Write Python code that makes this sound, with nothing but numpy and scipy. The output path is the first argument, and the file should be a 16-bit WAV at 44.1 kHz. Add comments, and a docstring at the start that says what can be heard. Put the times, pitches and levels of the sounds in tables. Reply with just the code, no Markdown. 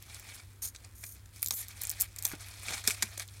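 """A small knife peels a sugarcane stalk outdoors, close to the microphone.
A slowly rising low hum, faint hiss, stray ticks and rustling sleeves and leaves run throughout.
Rind fibres snap, the blade slices under the hard rind with a rasp, and stalk and strip knock.
The strip splits away in denser runs of snaps with woody notes and a thin squeak.
It tears free with a twang and is tossed onto dry litter with hard knocks and more twangs."""
import sys
import numpy as np
from scipy import signal
from scipy.fft import rfft, irfft, next_fast_len
from scipy.io import wavfile
from scipy.ndimage import map_coordinates

SR = 44100
rng = np.random.default_rng(int(sys.argv[2]) if len(sys.argv) > 2 else 0)


def pcm_store(signal):
    """Save signal as 16-bit PCM."""
    levels = np.round(np.clip(np.atleast_2d(signal), -1, 1) * 32767)
    wavfile.write(sys.argv[1], SR, levels.astype(np.int16).T)


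N = 149940
CUTOFF_HZ = 16200   # top of the microphone's range


def from_db(db):
    """Decibels to gain."""
    return 10 ** (np.asarray(db) / 20)


def rms_one(x):
    """Scale to unit rms."""
    return x / np.sqrt(np.mean(x ** 2) + 1e-20)


def clock():
    """Time of every sample, in seconds."""
    return np.arange(N) / SR


def drift(rate_hz):
    """Random wander of spread 1: noise through two equal low-pass poles at rate_hz."""
    step = 40   # samples between drawn points
    pole = np.exp(-2 * np.pi * rate_hz * step / SR)
    noise = rng.standard_normal(N // step + 2002)
    slow = signal.lfilter([1], [1, -2 * pole, pole * pole], noise)[2000:]   # skip the filter's start
    return np.interp(np.arange(N) / step, np.arange(len(slow)), rms_one(slow))


def causal(gain, size):
    """The minimum-phase response with this gain, folded from the cepstrum."""
    cepstrum = irfft(np.log(gain + 1e-9), size)
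    cepstrum[1:size // 2] *= 2
    cepstrum[size // 2 + 1:] = 0
    return np.exp(rfft(cepstrum))


def colour(x, points, tilt_db=0):
    """Causal filter through (Hz, dB) points, tilted per octave; keeps the power of white noise."""
    size = next_fast_len(len(x), real=True)
    hz, db = np.transpose(points)
    octaves = np.log2(np.maximum(np.fft.rfftfreq(size, 1 / SR), 1))
    curve_db = np.interp(octaves, np.log2(hz), db + tilt_db * np.log2(hz))
    steep_top = np.sqrt(1 + (2 ** octaves / CUTOFF_HZ) ** 60)
    gain = rms_one(from_db(curve_db) / steep_top)
    return irfft(rfft(x, size) * causal(gain, size), size)[:len(x)]


def add(out, s, sound):
    """Mix a sound in at time s."""
    start = max(int(s * SR), 0)
    out[start:start + len(sound)] += sound[:max(N - start, 0)]


def grains(rate_per_s, spread_db, smooth, size):
    """Tiny fibre clicks of uneven strength on a share of smooth friction noise."""
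    happens = rng.random(size) < rate_per_s / SR
    strength = from_db(spread_db * np.minimum(rng.exponential(1, size), 4))
    clicks = happens * strength * rng.choice([-1, 1], size)
    return rms_one(rms_one(clicks) + smooth * rng.standard_normal(size))


# Spectrum of the outdoor air around the microphone. Each row: frequency in Hz, level in dB.
AIR_COLOUR = [(20, -44), (38, -1), (65, 8), (90, 2.5), (125, -6), (170, -14), (300, -15.5), (700, -25.5),
              (1300, -22), (2200, -23.5), (3200, -25.5), (6000, -31), (10000, -28), (15500, -31)]
AIR_DB = -55.5
HUM_HZ, HUM_DB, HUM_RISE_DB_PER_S = 99, -55.5, 1.65   # the level is reached halfway through


def background():
    """A low hum wavering in pitch and level, in noise shaped as rumble and faint outdoor hiss."""
    phase = 2 * np.pi * np.cumsum(HUM_HZ + 0.57 * drift(6.4)) / SR
    rise_db = HUM_RISE_DB_PER_S * (clock() - clock().mean())
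    hum = np.sqrt(2) * np.sin(phase) * from_db(HUM_DB + rise_db + 0.63 * drift(14))
    return hum + from_db(AIR_DB) * colour(rng.standard_normal(N), AIR_COLOUR)


# Spectrum of stray ticks and of the later knocks. Each row: frequency in Hz, level in dB.
KNOCK_COLOUR = [(60, -23), (160, -18), (330, -16), (750, -15), (1200, -5.5), (2300, 4), (2900, -4.5),
                (4000, -1.5), (5500, -1), (8300, 3), (10500, -5), (12500, -4), (15500, -21)]
STRAY_TICKS_PER_S, STRAY_DB, STRAY_SPREAD_DB = 160, -68, 3.5


def stray_ticks():
    """Loose fibres and dry leaves tick all the while, faintly and at random."""
    ticks = grains(STRAY_TICKS_PER_S, STRAY_SPREAD_DB, smooth=0, size=N)
    return from_db(STRAY_DB) * colour(ticks, KNOCK_COLOUR, tilt_db=-0.5)


# Sleeves, leaves and the loose strip rustle as the arm moves. Each row: peak in seconds,
# level in dB, rise in seconds, fall in seconds, tilt in dB per octave.
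RUSTLES = [(.16, -51.5, 0.12, 0.15, 1.8), (.34, -51, 0.063, 0.065, 1.5), (.351, -49, 0.011, 0.0046, 8),
           (.845, -59.5, 0.039, 0.026, -0.5), (1.17, -63.5, 0.018, 0.028, 3),
           (1.368, -54.5, 0.024, 0.028, 4), (1.437, -47.5, 0.019, 0.02, 7), (1.608, -48, 0.052, 0.047, 4),
           (1.69, -51.5, 0.0084, 0.047, 2.5), (1.85, -48, 0.068, 0.13, 2.5), (2.019, -47.5, 0.04, 0.028, 2),
           (2.305, -49.5, 0.094, 0.065, 0.5), (2.409, -49.5, 0.016, 0.15, 2.5),
           (2.72, -44.5, 0.12, 0.096, 2), (2.736, -37.5, 0.033, 0.024, 1), (2.778, -40.5, 0.014, 0.022, 2),
           (2.899, -38.5, 0.026, 0.038, 3), (3.01, -50.5, 0.074, 0.17, 1.5),
           (3.204, -41.5, 0.011, 0.021, 2.5), (3.371, -59, 0.073, 0.093, 3)]
# Spectrum of a rustle. Each row: frequency in Hz, level in dB.
RUSTLE_COLOUR = [(120, -4.5), (300, -4.5), (690, -2), (950, -1.5), (1600, 0), (2280, 5.5), (2800, 1),
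                 (4200, -1.5), (5400, -3), (7000, -5.5), (9300, -4.5), (10500, -8.5), (12500, -11.5),
                 (15500, -21)]
RUSTLE_GRAINS_PER_S = 1700


def rustles(size=32768):
    """Each movement swells and fades as a soft crackle of fibre clicks and friction noise."""
    out, t = np.zeros(N), (np.arange(size) - size // 2) / SR   # t = 0 at the peak
    for s, db, rise, fall, tilt_db in RUSTLES:
        shape = from_db(db) / (1 + (t / np.where(t < 0, rise, fall)) ** 2 / 2) ** 2
        crackle = grains(RUSTLE_GRAINS_PER_S, spread_db=3.0, smooth=0.79, size=size)
        sound = colour(shape * crackle, RUSTLE_COLOUR, tilt_db)
        add(out, s + t[0], sound[s + t >= 0])
    return out * from_db(1.9 * drift(36))


def patchy(x, depth_db, rate_hz, count=12):
    """Each band flickers by itself, by depth_db, as different fibres catch."""
    spectrum, hz = rfft(x), np.fft.rfftfreq(N, 1 / SR)
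    centres_hz = np.geomspace(600, 15000, count)
    out = np.zeros(N)
    for weights in np.eye(count):   # overlapping bands that sum to the whole
        band = irfft(spectrum * np.interp(hz, centres_hz, weights), N)
        out += band * from_db(depth_db * np.clip(drift(rate_hz), -2, 2))
    return out


# Resonances of the stalk under knocks and rubbing. Each row: frequency in Hz, width in Hz,
# level in dB against the direct sound it is added to.
STALK_MODES = [(700, 56, 3.5), (2300, 130, -10), (4340, 69, -4.5), (5400, 67, -4), (6050, 48, -2),
               (7200, 40, -18)]


def stalk(x):
    """The stalk rings along with whatever touches it, one resonator a mode."""
    out = x
    for hz, width, db in STALK_MODES:
        out = out + from_db(db) * signal.lfilter(*signal.iirpeak(hz, hz / width, fs=SR), x)
    return out


# Rind fibres snap close by. Each row: start in seconds, level in dB, body in dB (full below
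# 4.5 kHz, none above 8.5), top in dB (none below 9 kHz, full above 12.5), decay in ms.
SNAPS = [(0.025, -40.5, 16, 4, 0.89), (0.1452, -36, 6, -13, 1.8), (0.197, -39.5, -4, -1, 1.1),
         (.6378, -45, 3, -4, 0.55), (.6528, -34, -3, 0, .8), (.7610, -37.5, 20, -16, 2.8),
         (0.847, -41.5, 9, -34, 1.9), (1.0385, -34.5, 6, -9, 1.6), (1.066, -42, 15, -5, 1.9),
         (1.3612, -44, 16, 2, 1.7), (1.4210, -34, -6, -2, 0.65), (1.4288, -19.5, 10, 8, 0.55),
         (1.4450, -29, -11, 0, 1.4), (1.461, -23.5, 13.5, 2.5, 0.81), (1.4728, -27.5, 15, 4, 0.97),
         (1.4849, -25, 2, -3, 0.9), (1.5078, -20, 14.5, -6, 2.9), (1.523, -31, 2, 7, .8),
         (1.539, -31, -6, 8, 1.5), (1.6835, -37, 15, 5, 0.85), (1.815, -31.5, 6, 3.5, 0.67),
         (1.8182, -27.5, 1, 1, 0.78), (1.8349, -30, -3, -2, 0.64), (1.8371, -28.5, 2, 4, .7),
         (1.852, -28, -11, -25, 0.65), (1.8711, -28.5, -10, -8, .5), (1.8953, -22, -12.5, -9, 0.54),
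         (1.9012, -26, 14, 3, 0.71), (1.914, -27, -1, 3, 0.81), (2, -27.5, 8, 7, 0.55),
         (2.003, -29, 0, -2, .7), (2.006, -23, 3, 1.5, 0.37), (2.0098, -16, 3, 0.5, 1.1),
         (2.016, -21.5, -2, -5, 0.74), (2.0181, -33, -13, -9, 0.53), (2.0204, -19, -3, -2, 0.88),
         (2.0346, -36, 3, -5, .7), (2.043, -41, 0, -1, .6), (2.1623, -35, 7, -1, 0.59),
         (2.1861, -34, 9, 1, 0.67), (2.188, -31, 8, -1, 2.8), (2.225, -29, 6, -2, .6),
         (2.2371, -35, -4, 0, 0.59), (2.2476, -30, 0, 0, 1.2), (2.251, -19, -0.5, -1, 0.76),
         (2.2524, -19.5, 8, -8, 2.5), (2.2543, -25.5, 8, 1, 1.6), (2.266, -28, 0, -1, 1.6),
         (2.2766, -32, -4, 0, .7), (2.2872, -36, -9, 2, .9), (2.3530, -43, 13, -6, 1.2),
         (2.8762, -17, 2, -16, 0.86), (3.0275, -29, 8, 0, 1.1), (3.2785, -43.5, 5, -7, .8),
         (3.287, -43, 31, -8, 0.97)]
# Spectrum of a snap before body and top. Each row: frequency in Hz, level in dB.
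SNAP_COLOUR = [(60, -35), (280, -23.5), (750, -32.5), (1400, -33.5), (2300, -19), (2900, -20.5),
               (4500, -13), (6500, -4.5), (8300, 0.5), (9500, 0), (10400, -2.5), (12500, 3), (15000, 0),
               (16500, -18)]


def snaps(size=2048):
    """A breaking fibre bursts into noise that dies in milliseconds; level is its energy over 1 ms."""
    out, t = np.zeros(N), np.arange(size) / SR
    hz, base_db = np.transpose(SNAP_COLOUR)
    body = np.interp(hz, [4500, 8500], [1, 0])
    top = np.interp(hz, [9000, 12500], [0, 1])
    for s, db, body_db, top_db, decay_ms in SNAPS:
        burst = rng.standard_normal(size) * np.exp(-t * 1000 / decay_ms)
        burst = colour(burst, np.c_[hz, base_db + body_db * body + top_db * top])
        add(out, s, from_db(db) * rms_one(burst) * np.sqrt(SR / 1000 / size))
    return out


# The blade slices along under the rind. Each row: start in seconds, length in seconds,
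# starting level in dB, fade over the stroke in dB (negative grows), tilt in dB per octave.
SLICES = [(0.619, 0.066, -35, 8, -0.5), (0.95, 0.081, -60.5, -7.5, 2.5), (1.032, 0.11, -51, 0.5, 5),
          (1.517, 0.025, -42.5, 2, -3), (1.538, 0.082, -45, 1, 7), (2.256, .068, -51, -2.5, 3)]
# Spectrum of the rasp. Each row: frequency in Hz, level in dB.
SLICE_COLOUR = [(200, -16.5), (800, -17.5), (2300, -12), (3000, -12.5), (4500, -5), (6000, -1), (6700, 8),
                (7700, -7.5), (9200, 8.5), (10500, -4), (12700, 5), (15500, -8.5)]
SLICE_ATTACK_S, SLICE_RELEASE_S, SLICE_GRAINS_PER_S = 0.0028, 0.0075, 3500
SLICE_WANDER_S, SLICE_WANDER_HZ = .0004, 14   # spread and rate of the time warp


def slices(size=16384):
    """The edge parts thousands of fibres a second: an uneven rasp, its resonances wandering."""
    out, t = np.zeros(N), np.arange(size) / SR
    for s, length, db, fade_db, tilt_db in SLICES:
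        shape = np.minimum(t / SLICE_ATTACK_S, 1) * np.exp(-np.maximum(t - length, 0) / SLICE_RELEASE_S)
        shape = shape * from_db(db - fade_db * np.minimum(t / length, 1))
        rasp = grains(SLICE_GRAINS_PER_S, spread_db=1.0, smooth=0.78, size=size)
        add(out, s, colour(shape * rasp, SLICE_COLOUR, tilt_db))
    # reading the sound early and late shifts its pitch as the blade travels
    warped_s = clock() + SLICE_WANDER_S * drift(SLICE_WANDER_HZ)
    out = map_coordinates(out, [warped_s * SR], order=3)
    return out * from_db(2.5 * drift(88))


# Stalk and strip knock against blade and dry litter. Each row: start in seconds, level in dB,
# swell to the peak in ms, tilt in dB per octave.
KNOCKS = [(0.7472, -46.5, 2.6, -2.5), (1.0320, -49.5, 2.4, -4.5), (1.0375, -41.5, 2.5, -3.5),
          (2.316, -35.5, 0.63, -4), (2.7060, -34, 1.35, -3.5), (2.806, -47, 1.1, 1),
          (2.839, -39.5, 2.4, -2), (2.8496, -39.5, 2.2, -2.5), (2.874, -20.5, 1.4, 2),
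          (2.8803, -24.5, 0.88, 6), (2.8842, -30.5, 2.4, 2), (2.899, -28.5, 0.97, 0.5),
          (2.9065, -20.5, 0.31, -1.5), (2.9106, -25, 0.53, 1), (3.0227, -21.5, 2.72, 0.5),
          (3.027, -30.5, 1.4, -2.5), (3.1742, -39.5, 1.8, -1), (3.178, -35, 1.1, 7),
          (3.197, -26.5, 0.41, 1.5)]
KNOCK_GRAINS_PER_S = 7000


def knocks(size=4096):
    """A woody contact: a tight cluster of clicks that swells and dies."""
    out = np.zeros(N)
    for s, db, swell_ms, tilt_db in KNOCKS:
        age = np.arange(size) / SR * 1000 / swell_ms
        shape = age * np.exp(1 - age)
        cluster = grains(KNOCK_GRAINS_PER_S, spread_db=-3, smooth=1, size=size)
        burst = colour(shape * cluster, KNOCK_COLOUR, tilt_db)
        add(out, s, from_db(db) * rms_one(burst) * np.sqrt(np.mean(shape ** 2)))
    return out


# Woody notes rung by the harder contacts. Each row: start in seconds, relative level in dB,
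# pitch in Hz, decay in seconds. A start past the end is not heard.
BUMPS = [(1.4290, -35.5, 2306, 0.0026), (1.4285, -20.5, 9500, 0.00097), (1.5088, -36, 1140, 0.0019),
         (1.5088, -22, 6600, 0.0011), (1.507, -46, 2100, 0.0051), (2.2520, -34, 6200, 0.0048),
         (2.334, -44, 161, 0.0058), (2.335, -41, 303, 0.0054), (2.336, -47, 670, 0.0037),
         (2.333, -40, 1450, 0.0022), (2.8755, -22.5, 5320, 0.0023), (2.877, -43, 240, 0.0077),
         (2.880, -39.5, 407, 0.0062), (3.8, -28, 3620, 0.0033), (3.033, -49, 215, 0.015),
         (3.178, -46.5, 560, 0.0041)]


def bumps(size=8192):
    """A contact rings a quickly damped note with a little scuff of noise around its pitch."""
    out, t = np.zeros(N), np.arange(size) / SR
    for s, db, hz, decay in BUMPS:
        band_hz = [hz / 2, min(hz * 2, CUTOFF_HZ)]
        band = signal.butter(2, band_hz, "band", fs=SR, output="sos")
        scuff = rms_one(signal.sosfilt(band, rng.standard_normal(size)))
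        shape = np.exp(-t / decay) * (1 - np.exp(-t / 0.00074)) * 2   # onset under a millisecond
        add(out, s, from_db(db) * (np.sin(2 * np.pi * hz * t) + 0.5 * scuff) * shape)
    return out


# The blade squeaks in the moist cut. Each row: time in seconds, pitch in Hz, level in dB
# before the partials' own levels.
SQUEAK = [(1.530, 10500, -63), (1.545, 10100, -37), (1.580, 9800, -44), (1.595, 9300, -42),
          (1.615, 9700, -40.5), (1.630, 9600, -68)]
# Partials of the squeak. Each row: ratio to the pitch, level in dB.
SQUEAK_PARTIALS = [(.765, -7), (1.0, -6), (1.17, -3), (1.39, -2)]
SQUEAK_WIDTH_HZ = 290   # spread of each partial's frequency wander


def squeak():
    """A thin stick-slip whistle of a few partials, roughened by fast pitch and level wander."""
    times, pitches, levels = np.transpose(SQUEAK)
    hz, db = np.interp(clock(), times, pitches), np.interp(clock(), times, levels)
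    sounding = (clock() > times[0]) & (clock() < times[-1])
    partials = np.zeros(N)
    for ratio, partial_db in SQUEAK_PARTIALS:
        level = from_db(partial_db + 2.0 * drift(120))
        phase = 2 * np.pi * np.cumsum(ratio * hz + SQUEAK_WIDTH_HZ * drift(194)) / SR
        partials += level * np.sin(phase)
    return partials * from_db(db) * sounding


# The springy strip twangs when it flicks or lands. Each row: start in seconds, peak level in dB,
# start pitch in Hz, swell to the peak in ms.
TWANGS = [(2.2505, -48, 1290, 4.94), (2.8757, -31, 2260, 2.1), (3.025, -36.5, 1430, 2.04)]
TWANG_SAG_PER_SWELL = .25   # the period grows by this share of its start over each swell time


def twangs(size=4096):
    """Bending waves run along the strip, the low ones slowest: a short falling chirp."""
    out = np.zeros(N)
    for s, db, hz, swell_ms in TWANGS:
        age = np.arange(size) / SR * 1000 / swell_ms
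        phase = 2 * np.pi * np.cumsum(hz / (1 + TWANG_SAG_PER_SWELL * age)) / SR
        add(out, s, from_db(db) * np.sin(phase) * age * np.exp(1 - age))
    return out


ECHO_S, ECHO_DB = .0049, -16.5   # reflection off the ground
TAIL_S, TAIL_DB = 0.013, -12   # scatter from ground and leaves


def surroundings(x, size=8192):
    """One close reflection and a short diffuse scatter join the direct sound."""
    t = np.arange(size) / SR
    scatter = rms_one(rng.standard_normal(size) * np.exp(-t / TAIL_S)) / np.sqrt(size)   # unit energy
    response = from_db(TAIL_DB) * scatter
    response[0] += 1
    response[int(ECHO_S * SR)] += from_db(ECHO_DB)
    return signal.fftconvolve(x, response)[:N]


def scene():
    """Cane work close by, over the background."""
    cutting = snaps() + patchy(slices(), depth_db=0.0, rate_hz=43) + squeak()   # no flicker at depth 0
    rubbing = patchy(rustles(), depth_db=3.0, rate_hz=43) + stray_ticks()
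    work = cutting + stalk(knocks() + rubbing) + bumps() + twangs()
    return (surroundings(work) + background())[None]


MIC_DIP_HZ, MIC_DIP_WIDTH_HZ, MIC_DIP_SHARE = 2800, 1080, 0.32   # share taken out at the centre


def record(dry):
    """The microphone's response dips in the presence range; the top is cut steeply."""
    dip = signal.lfilter(*signal.iirpeak(MIC_DIP_HZ, MIC_DIP_HZ / MIC_DIP_WIDTH_HZ, fs=SR), dry)
    steep_cut = signal.ellip(10, .1, 80, CUTOFF_HZ, fs=SR, output="sos")
    return signal.sosfilt(steep_cut, dry - MIC_DIP_SHARE * dip)


dry = scene()
out = record(dry)
pcm_store(out)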